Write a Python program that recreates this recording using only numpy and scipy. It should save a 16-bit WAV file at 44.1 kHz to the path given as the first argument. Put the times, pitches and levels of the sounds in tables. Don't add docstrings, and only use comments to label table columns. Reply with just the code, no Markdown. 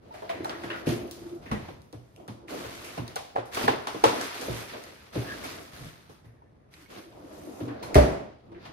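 import sys
import numpy as np
from scipy import signal
from scipy.fft import rfft, irfft, next_fast_len
from scipy.io import wavfile
from scipy.ndimage import uniform_filter1d

SR = 44100
rng = np.random.default_rng(int(sys.argv[2]) if len(sys.argv) > 2 else 0)


def ratio_of_db(decibels):
    return 10 ** (np.asarray(decibels, float) / 20)


def unload_audio(sound):
    columns = np.transpose(np.atleast_2d(sound))
    steps = np.round(np.clip(columns, -1, 1) * 32767)
    wavfile.write(sys.argv[1], SR, steps.astype(np.int16))


N = 384552
PORT_LAG = 20


def unit(x):
    return x / np.sqrt(np.mean(x ** 2) + 1e-20)


def smooth_noise(size):
    once = uniform_filter1d(rng.standard_normal(N), size=size)
    return unit(uniform_filter1d(once, size=size))


def along(points, hz):
    f, v = np.transpose(points)
    return np.interp(np.log(hz + 1), np.log(f + 1), v)


def resonances(hz, modes):
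    total = 0
    for k, (centre, width, db) in enumerate(modes):
        damping = 1j * hz * width
        total = total + (-1) ** k * ratio_of_db(db) * damping / (centre * centre - hz * hz + damping)
    return total


def add(out, s, sound):
    part = out[:, round(s * SR):][:, :sound.shape[1]]
    part += sound[:, :part.shape[1]]


# (frequency [Hz], t60 [s])
ROOM_DECAY = [(60, 0.26), (150, 0.66), (1000, 0.73), (4000, 0.66), (8000, 0.52), (14000, 0.43)]


def rooms(count, wet_db, early_db, early_t60):
    hz, t = np.fft.rfftfreq(256, 1 / SR), np.arange(175) * 128 / SR
    z = rng.standard_normal((count, 2, len(hz), 2 * len(t))).view(complex) / 16
    decay = ratio_of_db(-60 * t / along(ROOM_DECAY, hz)[:, None])
    tail = signal.istft(z * decay, SR, window="cosine", nperseg=256)[1]
    t = np.arange(tail.shape[2]) / SR
    early = 1 + ratio_of_db(early_db - 60 * t / early_t60)
    build = 1 - np.exp(-t / 0.0012)
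    tail = ratio_of_db(wet_db) * tail * early * build * (1 - (t / t[-1]) ** 4)
    tail[:, 1, 0] += 1
    tail[:, 0, PORT_LAG] += 1
    return tail


# (time [s], slap level [dB], thump level [dB], edge level [dB], slap pitch [Hz])
FOOTSTEPS = [(0.869, -8.5, -29.5, -63, 257), (1.514, -17.5, -42, -34.5, 215), (1.684, -34, -67, -49.5, 350),
             (1.93, -32, -35, -54, 296), (2.281, -26, -38, -45, 212), (2.643, -35, -38.5, -50.5, 460),
             (2.977, -21, -29, -39, 252), (4.48, -21, -26, -50.5, 365), (5.155, -16.5, -28, -44, 296),
             (5.786, -43, -41, -72, 205), (5.85, -49, -39, -58, 650), (6.243, -43, -44.5, -63, 200),
             (7.604, -20.5, -30.5, -47.5, 249)]
# (time [s], knock level [dB], thump level [dB], pitch [Hz])
DOOR_KNOCKS = [(0.406, -37, -49, 304), (0.638, -25.5, -42.5, 316), (1.458, -34, -65, 217),
               (2.198, -45.5, -69, 420), (2.485, -37, -70, 334), (3.638, -19, -37, 242),
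               (3.944, -24.5, -69, 330), (5.441, -31.5, -54, 317), (6.093, -40.5, -65, 327),
               (6.96, -35, -68, 201), (7.121, -40, -68, 292), (7.679, -30.5, -59, 290),
               (8.518, -41, -61, 337)]
# (time [s], knock level [dB], thump level [dB], edge level [dB], pitch [Hz])
SHIFTED_THINGS = [(0.141, -36.5, -56, -50, 690), (0.296, -36.5, -66, -35.5, 670),
                  (0.446, -30.5, -57, -58, 654), (0.494, -38, -46, -36, 331), (0.699, -35, -57, -43.5, 604),
                  (3.382, -26.5, -62.5, -43.5, 525), (3.569, -24, -61, -30.5, 462),
                  (3.87, -29, -49, -31.5, 426), (4.416, -31.5, -51.5, -40.5, 595),
                  (4.734, -33, -55, -42, 627), (7.826, -35, -45, -40, 296)]
# (time [s], knock level [dB], thump level [dB], edge level [dB], pitch [Hz])
OPEN_STRIKES = [(0.221, -32, -66, -55, 650), (3.163, -31.5, -76.5, -36, 796), (3.361, -25, -41, -43, 757),
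                (3.679, -17, -39.5, -23.5, 445), (4.039, -11.5, -34, -18.5, 461),
                (8.653, -70, -72, -44.5, 810)]
# (frequency [Hz], width [Hz], level [dB])
FLOORBOARDS = [(65, 11, -9), (117.8, 9.1, 7), (179, 18, -11)]
# (frequency over pitch [ratio], width over pitch [ratio], level [dB])
PANEL = [(0.979, 0.12, 5), (1.382, 0.36, -1.5), (2.7, 0.8, -18.5), (0.56, 0.14, 0.5)]


def knocks():
    blows = [(*row, -10) for row in FOOTSTEPS]
    blows += [(s, db, thump, db - 17.5, hz, -2.5) for s, db, thump, hz in DOOR_KNOCKS]
    blows += [(*row, -16) for row in SHIFTED_THINGS]
    blows += [(*row, -5) for row in OPEN_STRIKES]
    heel_s = 0.01765
    softness = 3.87
    boards_near_db, boards_wet_db = 4.5, -5
    out = np.zeros((2, N))
    answers = rooms(count=len(blows), wet_db=-22.0, early_db=8.0, early_t60=0.18)
    m = next_fast_len(answers.shape[2] + SR // 8)
    hz = np.fft.rfftfreq(m, 1 / SR)
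    lag = np.exp(-2j * np.pi * hz * PORT_LAG / SR)
    direct = np.array([lag, lag ** 0])
    floor = resonances(hz, FLOORBOARDS) / (1 + 1j * hz / 250) ** 2
    floor = floor * np.exp(-2j * np.pi * hz * heel_s)
    edge = resonances(hz, [(970, 520, 4.5), (1157, 43, 8.5), (1500, 7300, -8.0)]) / (1 + 1j * hz / 2500)
    for (s, knock_db, thump_db, edge_db, pitch, near_db), answer in zip(blows, answers):
        path = rfft(answer, m) + ratio_of_db(near_db) * direct
        modes = [(pitch * ratio, pitch * width, db) for ratio, width, db in PANEL]
        panel = resonances(hz, modes) / (1 + 1j * hz / (softness * pitch)) ** 2
        boards = ratio_of_db(thump_db + 45) * floor * (ratio_of_db(boards_near_db) + ratio_of_db(boards_wet_db) * path)
        wood = ratio_of_db(knock_db + 22.5) * panel + ratio_of_db(edge_db + 20.0) * edge
        add(out, s, irfft(boards + path * wood, m)[:, :answer.shape[1]])
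    return out


# (time [s], click level [dB], tick level [dB], pitch [Hz])
CATCHES = [(0.4456, -18.5, -41, 1320), (0.498, -21, -55.5, 1500), (1.112, -41, -41.5, 1830),
           (1.349, -64, -57.5, 2530), (1.8187, -66, -62, 1420), (1.9276, -50.5, -55, 1450),
           (2.1625, -49.5, -60, 3020), (2.279, -45, -49.5, 1440), (2.483, -36, -59, 2120),
           (2.979, -41, -48.5, 1400), (3.079, -46, -47.5, 2060), (3.1582, -44.5, -37.5, 1400),
           (3.3575, -24.5, -52, 1570), (3.68, -13.5, -48.5, 1500), (3.8719, -18.5, -37, 1290),
           (4.0403, -13.5, -25.5, 1450), (4.213, -18, -33, 1500), (4.839, -39.5, -50.5, 2110),
           (6.7391, -40.5, -56.5, 2300), (8.653, -65, -72.5, 2740)]
# (time [s], click level
# [dB], tick level [dB], pitch [Hz])
SCUFFS = [(0.139, -32, -52.5, 1860), (0.2942, -20.5, -48, 1840), (0.636, -21.5, -47, 1530),
          (0.703, -14, -61, 1500), (0.8678, -25.5, -40, 2770), (1.462, -27, -58, 1780),
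          (1.515, -22.5, -43.5, 1850), (1.684, -47, -68, 1710), (2.8429, -27.5, -39.5, 2510),
          (3.4553, -47.5, -51, 1500), (3.547, -35.5, -32.5, 2450), (4.415, -36.5, -38.5, 1410),
          (5.158, -37, -47.5, 1600), (5.438, -28.5, -38.5, 2180), (6.0947, -38.5, -54, 1260),
          (6.2504, -45, -63, 1890), (6.906, -60, -66, 1900), (7.6064, -57, -71, 2600),
          (7.684, -25, -75, 1530), (7.827, -29.5, -40.5, 2130), (7.9449, -9, -24, 1820),
          (7.954, -23, -78, 1900), (8.548, -35, -89, 1650)]


def clicks():
    # air band over the tick [dB], direct sound [dB]
    hits = [(*row, -12.5, 10) for row in CATCHES] + [(*row, -6, -1.5) for row in SCUFFS]
    small_is_bright = 0.31
    out = np.zeros((2, N))
    answers = rooms(count=len(hits), wet_db=-20.0, early_db=-9.5, early_t60=0.12)
    m = next_fast_len(answers.shape[2] + SR // 8)
    hz, t = np.fft.rfftfreq(m, 1 / SR), np.arange(SR // 50) / SR
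    air = resonances(hz, [(10100, 5900, 0.025)]) ** 2
    tick = resonances(hz, [(5920, 8600, 0.038)]) ** 2
    for (s, click_db, tick_db, pitch, air_db, near_db), answer in zip(hits, answers):
        crack = rng.standard_normal(len(t)) * ratio_of_db(-60 * t / 0.0002)
        crack = ratio_of_db(near_db) * crack / np.linalg.norm(crack)
        path = rfft(answer, m) + rfft([np.roll(crack, PORT_LAG), crack], m)
        click = resonances(hz, [(pitch, .55 * pitch, 0)]) ** 2
        airy = ratio_of_db(air_db - small_is_bright * (click_db + 30.0)) * air
        colour = ratio_of_db(click_db + 10.5) * click + ratio_of_db(tick_db + 17.0) * (tick + airy)
        add(out, s, irfft(path * colour, m)[:, :answer.shape[1]])
    return out


# (time [s], level [dB], frequency [Hz], t60 [s])
SNAPS = [(0.293, -38, 4300, .006), (0.447, -37, 4310, 0.014), (0.446, -45, 1500, .025),
         (0.449, -45, 810, 0.027), (0.456, -23, 900, 0.019), (0.4947, -27.5, 4430, 0.0047),
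         (0.497, -46, 750, .02), (0.4955, -37, 1900, .006), (0.703, -38.5, 1820, 0.067),
         (0.702, -40, 2865, 0.19), (0.742, -37, 1457, .15), (1.687, -52, 1500, .02), (2.2, -58, 900, 0.028),
         (2.282, -37, 1400, 0.015), (2.976, -30, 694, 0.037), (3.08, -42.5, 4310, .03),
         (3.159, -30.5, 9560, 0.028), (3.161, -43.5, 4670, .04), (3.163, -31, 1470, 0.042),
         (3.362, -31, 1690, 0.027), (3.352, -36.5, 614, .03), (3.84, -52.5, 9200, .004),
         (3.862, -53.5, 10500, .004), (4.412, -29.5, 6030, 0.0063), (4.412, -31, 10600, .004),
         (5.155, -53, 514, 0.015), (5.437, -49, 2240, 0.18), (5.44, -42, 1340, 0.11),
         (6.739, -55, 1960, 0.026), (6.739, -53, 4040, 0.041), (7.828, -45, 920, 0.033),
         (8.523, -52, 920, 0.052)]
# (time [s], level [dB], frequency [Hz], t60 [s])
DRAWER_RATTLE = [
    (3.4909, -39, 1340, 0.013),
    (3.5203, -38.5, 1810, 0.012),
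    (3.5348, -32, 2770, 0.012),
    (3.5357, -36.5, 2350, 0.012),
    (3.5477, -28, 2360, 0.018),
    (3.5717, -12.5, 1210, 0.013),
    (3.645, -26.5, 1290, 0.013),
    (3.681, -4.5, 1370, 0.0089),
]
# (time [s], level [dB], frequency [Hz], t60 [s])
SHELF_KNOCKS = [(0.359, -30, 354, 0.05), (0.406, -22, 334, 0.054), (0.549, -30, 326, 0.062),
                (0.719, -32, 420, 0.089), (0.739, -45, 480, 0.046), (1.52, -16, 215.3, 0.15),
                (1.93, -35, 297, 0.12), (2.519, -42, 434, 0.088), (3.162, -40, 714, 0.032),
                (3.569, -24, 448, 0.05), (3.64, -13.5, 231, 0.057), (4.482, -26, 207, 0.1),
                (4.735, -38, 592, 0.046), (5.163, -22, 298, 0.043), (5.509, -33, 326, 0.042),
                (5.789, -44, 229, 0.046), (6.419, -57, 444, 0.041), (7.825, -29, 298, 0.075)]
# (time [s], level [dB], frequency [Hz], t60 [s])
CLEAR_RINGS = [(0.108, -44, 900, 0.13), (0.14, -44, 690, 0.064), (0.297, -30.5, 669, 0.18),
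               (0.495, -34, 1000, .012), (0.456, -34, 1200, .015), (0.55, -42, 1880, 0.08),
               (1.13, -64, 4000, 0.074), (1.515, -30.5, 1130, .09), (1.55, -46.5, 1920, .12),
               (1.687, -38, 755, .05), (2.2, -43, 700, 0.037), (3.352, -36, 456, 0.028),
               (3.358, -24, 680, .03), (3.362, -12, 755, 0.019), (3.381, -22, 552, .05),
               (3.16, -30, 783, 0.06), (3.571, -30, 960, 0.055), (3.68, -15.5, 449, 0.065),
               (3.682, -21, 799, .1), (3.68, -21.5, 1670, 0.035), (3.735, -28, 348, 0.053),
               (3.735, -38, 2100, .03), (4.038, -13, 456, .14), (4.04, -10, 863, 0.065),
               (4.054, -16, 550, .1), (4.095, -27.5, 890, 0.086), (4.19, -42.5, 1330, 0.067),
               (4.213, -25, 1500, 0.0054), (4.254, -41, 1140, .05), (6.42, -50, 925, .05),
               (6.86, -57, 2200, 0.068), (6.9, -55, 1330, .15), (6.97, -51, 730, .08),
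               (7.829, -49.5, 4160, 0.17), (7.9445, -26.5, 2180, 0.026), (7.945, -36, 4200, .03),
               (7.954, -40, 2110, 0.024), (7.97, -40, 2013, 0.39), (7.958, -41.5, 3590, 0.31),
               (7.959, -43, 4615, 0.39), (7.984, -11.5, 593, 0.091), (7.96, -16, 420, 0.084),
               (8.523, -54, 1500, 0.025)]


def snaps():
    # second mode level [dB], phase wander per cycle [rad]
    hits = [(*row, -10, 0.41) for row in SNAPS]
    hits += [(s, db - 6.5, hz, t60, -10, 0.41) for s, db, hz, t60 in DRAWER_RATTLE + SHELF_KNOCKS]
    hits += [(*row, -np.inf, 0.18) for row in CLEAR_RINGS]
    second_ratio, rise_cycles = 0.78, 0.31
    out, t = np.zeros((2, N)), np.arange(SR // 8) / SR
    lucks = rng.standard_normal((len(hits), 2, len(t)))
    for (s, db, hz, t60, second_db, rough), luck in zip(hits, lucks):
        wander = rough * hz / 2000 * np.sqrt(hz / SR) * np.cumsum(luck, axis=1)
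        first = np.sin(2 * np.pi * hz * t + wander[0])
        second = np.sin(2 * np.pi * second_ratio * hz * t + wander[1] + luck[0, 0])
        rise = 1 - np.exp(-t * hz / rise_cycles)
        envelope = ratio_of_db(db - 60 * t / t60) * rise * (1 - (t / t[-1]) ** 4)
        ring = envelope * (first + ratio_of_db(second_db) * second)
        bounce_s = .003 + np.tanh(luck[1, 0]) / 1000
        bounce = ratio_of_db(-6.5) * np.roll(ring, round(SR * bounce_s))
        add(out, s, np.array([np.roll(ring, PORT_LAG) + bounce, ring - bounce]))
    return out


# (time [s], boom level [dB], panel level [dB])
SLAM = [
    (7.955, -5.5, -11),
]
# (frequency [Hz], level [dB], t60 [s])
SLAM_MODES = [(53.4, -3, 0.26), (65.7, 5.5, 0.2), (127, -8, 0.25), (290, -20, 0.15), (414, -13, 0.13),
              (587.6, -11.5, 0.19), (650, -36, 0.12)]


def slam():
    lag_cycles, rise_cycles = 0.85, 0.54
    out, t = np.zeros((2, N)), np.arange(SR // 2) / SR
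    close = rooms(count=len(SLAM), wet_db=-43.0, early_db=-6, early_t60=0.099)
    far = rooms(count=len(SLAM), wet_db=-26.5, early_db=-8.0, early_t60=0.24)
    boom = np.zeros(len(t))
    for hz, db, t60 in SLAM_MODES:
        cycles = np.maximum(hz * t - lag_cycles, 0)
        boom += ratio_of_db(db - 60 * t / t60) * np.sin(2 * np.pi * cycles) * (1 - np.exp(-cycles / rise_cycles))
    boom *= 1 - np.exp(-t / 0.0052)
    hz = np.fft.rfftfreq(len(t), 1 / SR)
    panel_modes = [(124.0, 28, 9.0), (260, 83, 4.5), (388, 80, 3.0), (613, 89, 4.0), (1080, 1280, -9.0)]
    flap = irfft(resonances(hz, panel_modes) / (1 + 1j * hz / 900), len(t))
    for (s, boom_db, panel_db), near, answer in zip(SLAM, close, far):
        add(out, s, signal.fftconvolve(near, ratio_of_db(boom_db) * boom[None], axes=1))
        add(out, s, signal.fftconvolve(answer, ratio_of_db(panel_db + 36.5) * flap[None], axes=1))
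    return out


# (start [s], length [s], frequency [Hz], level [dB], roughness [rad])
HOLLOW_HUMS = [(0.394, 0.057, 336.6, -38.5, 0.51), (0.47, 0.6, 340, -51, 0.19),
               (0.89, 0.15, 343.5, -41.5, 0.48), (1.02, 0.24, 343, -52.5, 0.5),
               (1.203, 0.19, 343.5, -44, 0.3), (2.165, 0.9, 343.4, -59, 0.27),
               (5.252, 0.11, 1680, -50, 1.7), (5.264, 0.045, 1810, -54, 1.8), (6.348, 0.15, 1766, -78, 1.6),
               (6.763, 0.11, 320, -58, 1.3), (6.95, 0.16, 340, -57.5, 0.78),
               (7.185, 0.33, 298.4, -55.5, 0.43), (7.589, 0.15, 299.8, -37.5, 0.87),
               (8.48, 0.12, 340, -51, 0.32)]


def hollow():
    swell_s = 0.023
    out, t = np.zeros(N), np.arange(N) / SR
    feed, shake = smooth_noise(900), smooth_noise(300)
    for s, length, hz, db, rough in HOLLOW_HUMS:
        fade = np.clip(np.minimum(t - s, s + length - t) / swell_s, 0, 1)
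        on = fade > 0
        wander = .4 * feed[on] + rough * shake[on]
        gain = fade[on] * ratio_of_db(db + 3 + 4.5 * feed[on])
        out[on] += gain * np.sin(2 * np.pi * hz * t[on] + wander)
    return np.array([np.roll(out, PORT_LAG), out])


def rush(spectrum, patchy_db, grain_db):
    hz = np.fft.rfftfreq(1024, 1 / SR)
    z = rng.standard_normal((2, len(hz), 2 * (N // 512 + 3))).view(complex)
    patches = uniform_filter1d(rng.standard_normal(z.shape[1:]), size=12, axis=0)
    patches = unit(uniform_filter1d(patches, size=6, axis=1))
    gain = ratio_of_db(patchy_db * patches + along(spectrum, hz)[:, None])
    pair = signal.istft(z * gain, window="cosine", nperseg=1024)[1][:, :N]
    grain = unit(uniform_filter1d(rng.standard_normal(N), size=130))
    return unit(pair * ratio_of_db(grain_db * grain))


def strokes(rows, attack_s, fade_db_per_s):
    s, length, db, change_db = np.transpose(rows)[:4, :, None]
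    t = np.arange(N // 64 + 1) * 64 / SR - s
    drift_db = change_db * np.clip(t / length, 0, 1)
    shape_db = db + drift_db - fade_db_per_s * np.maximum(t - length, 0)
    return (np.clip(t / attack_s, 0, 1) * ratio_of_db(shape_db)) ** 2


def stroke_gain(power, rest_db=-120, over_db=0):
    total = np.sqrt((power * ratio_of_db(over_db)[..., None] ** 2).sum(axis=0) + ratio_of_db(rest_db) ** 2)
    return np.interp(np.arange(N) / 64, np.arange(len(total)), total)


# (start [s], length [s], drag level [dB], change along it [dB],
# floor rumble over drag [dB])
DRAGS = [(0.0, 0.24, -56.5, -3, -1), (0.274, 0.78, -44, -3.5, -10), (0.884, 0.17, -44.5, -3, -3),
         (1.144, 0.34, -50.5, -2, 2), (1.62, 0.18, -54, -4, 8), (1.5, 0.081, -31.5, -13, 5),
         (2.143, 0.39, -55.5, -2.5, -30), (2.49, 0.075, -37, -1.5, -33), (2.57, 0.53, -48, -3.5, -6),
         (3.105, 0.51, -65, -1, -16), (3.502, 0.2, -47.5, 13.5, -7.5), (4.049, 0.19, -31, -9.5, -14),
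         (4.31, 0.32, -44, -2, -16), (4.7, 0.46, -45, -21, -22), (5.113, 0.49, -45, -1.5, -5.5),
         (5.7, 0.13, -64, 14.5, 8), (6.878, 0.25, -50, -10.5, -22), (7.136, 0.61, -50.5, 5.5, -9),
         (7.572, 0.47, -62, 30.5, -10.5), (8.408, 0.33, -57, 3, 3)]
# (start [s], length [s], scrape level
# [dB], change along it [dB], cloth over scrape [dB])
RUBS = [(0.0, 0.21, -77.5, 14.5, -13), (0.105, 0.69, -65, 10.5, -13.5), (0.856, 0.075, -41, -5.5, -8),
        (1.05, 0.26, -64, -0.5, -6), (1.403, 0.3, -64, 3.5, -12), (1.743, 0.5, -83, 5.5, -5.5),
        (2.473, 0.5, -50, -3.5, -9), (3.042, 0.68, -57.5, -21.5, -28), (3.51, 0.13, -47.5, 6.5, -9.5),
        (3.67, 0.068, -42, -7.5, -25), (3.74, 0.51, -64.5, 20, -9.5), (4.053, 0.28, -47.5, -1, -15),
        (4.322, 0.29, -49.5, 2.5, -8), (4.66, 0.72, -50.5, -22.5, -11), (5.118, 0.4, -50, -1.5, -10),
        (5.427, 0.26, -49.5, -9, -9), (5.708, 0.17, -56, 0, -7.5), (5.91, 0.25, -64, -6, -10),
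        (6.702, 0.126, -67, 3, -8), (6.88, 0.11, -60, 4, -9), (6.996, 0.33, -79, 14, -7),
        (7.313, 0.32, -65, 1, -3), (7.61, 0.43, -69, 13, -22.5), (8.275, 0.22, -69.5, -11, -36),
        (8.514, 0.15, -86, 29.5, -20.5)]
# (frequency [Hz], level per Hz [dB])
RUMBLE_COLOUR = [(15, -68.5), (25, -49.5), (54, -3.5), (91, -3), (119, -1.5), (190, -10), (260, -15),
                 (340, -47), (570, -120)]
DRAG_COLOUR = [(100, -91), (170, -8), (294, -1), (445, -5.5), (579, -8), (679, -7), (810, -14.5),
               (1400, -19.5), (1820, -68), (3080, -120)]
SCRAPE_COLOUR = [(530, -16), (900, -1), (1300, 3.5), (1450, 3), (2070, 0), (3210, -6.5), (4840, -5),
                 (8000, -22), (10400, -67), (17600, -120)]
CLOTH_COLOUR = [(3530, -26.5), (6000, -7.5), (7510, -8.5), (9820, -10), (12000, -6.5), (14500, -10.5),
                (15600, -23)]
QUIET_COLOUR = [(88, -23), (150, -11.5), (314, -6), (900, -20), (2000, -27), (2840, -40), (11400, -44),
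                (14000, -54)]


def motion():
    drags = strokes(DRAGS, attack_s=0.04, fade_db_per_s=111.5)
    rubs = strokes(RUBS, attack_s=0.03, fade_db_per_s=130.5)
    rumble_gain = stroke_gain(drags, rest_db=-57, over_db=np.array(DRAGS)[:, -1])
    rumble = rumble_gain * rush(RUMBLE_COLOUR, patchy_db=1.0, grain_db=1.5)
    drag = stroke_gain(drags) * rush(DRAG_COLOUR, patchy_db=2, grain_db=-1.0)
    scrape = ratio_of_db(3.0) * stroke_gain(rubs) * rush(SCRAPE_COLOUR, patchy_db=.8, grain_db=1.5)
    cloth_gain = ratio_of_db(9.0) * stroke_gain(rubs, over_db=np.array(RUBS)[:, -1])
    cloth = cloth_gain * rush(CLOTH_COLOUR, patchy_db=1, grain_db=1.5)
    hush = ratio_of_db(-64) * rush(QUIET_COLOUR, patchy_db=0.5, grain_db=1)
    return rumble + drag + scrape + cloth + hush


def scene():
    return knocks() + clicks() + snaps() + slam() + hollow() + motion()


# (frequency [Hz], mid level [dB], side level [dB])
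PORTS = [(59.4, 0, -16.5), (130, -4, -13.5), (330, -1, -5), (650, 1, 2.5), (1500, -2, -1), (3370, 3.5, 3),
         (6880, -4, -2), (7260, -5, 1.5), (7400, -6, -0.5), (9900, -3, -1.5), (14300, -8, -7.5),
         (15500, 5, -0.5)]


def phone_ports(dry):
    m = next_fast_len(N + 8192)
    hz = np.fft.rfftfreq(m, 1 / SR)
    f, *gains = np.transpose(PORTS)
    pair = rfft([dry[0] + dry[1], dry[0] - dry[1]], m) / np.sqrt(2)
    weights = ratio_of_db([along(np.transpose([f, g]), hz) for g in gains]) * (hz / (hz + 30j)) ** 2
    return irfft(pair * weights * (hz < 15750), m)[:, :N]


# (frequency [Hz], share of the sum [0-1], share of the
DROPS = [(6800, 0, 0), (7100, .4, 0), (7600, .45, 0), (8050, .3, .05), (8350, .04, .1), (9500, 0, .3),
         (10800, 0, .97), (13500, .03, .97), (14300, .25, .75), (15300, .9, .8)]


def drop_narrow_bands(pair):
    masking = 0.22
    hz, _, z = signal.stft(pair, SR, nperseg=1024)
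    luck = uniform_filter1d(rng.standard_normal((2, 65, z.shape[2])), size=5, axis=2)
    luck = unit(uniform_filter1d(luck, size=2, axis=1))
    luck = np.repeat(luck, 8, axis=1)[:, :len(hz)]
    power = uniform_filter1d(np.abs(z) ** 2, size=3, axis=2) + 1e-16
    band = np.abs(uniform_filter1d(power, size=24, axis=1))
    share = np.log(band / power.sum(axis=1, keepdims=True))
    share = share - share.mean(axis=2, keepdims=True)
    share = share / (share.std(axis=2, keepdims=True) + 1e-9)
    rank = .5 + .5 * np.tanh(.85 * unit(luck + masking * share))
    f, *shares = np.transpose(DROPS)
    lost = np.array([along(np.transpose([f, p]), hz) for p in shares])[:, :, None]
    return signal.istft(z * (rank > lost), SR, nperseg=1024)[1][:, :N]


def band_limit(x):
    return signal.sosfilt(signal.butter(12, 15770, fs=SR, output="sos"), x)


def record(dry):
    mid, side = drop_narrow_bands(phone_ports(dry))
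    mix = np.array([mid + side, mid - side])
    return band_limit(mix)


dry = scene()
out = record(dry)
unload_audio(out)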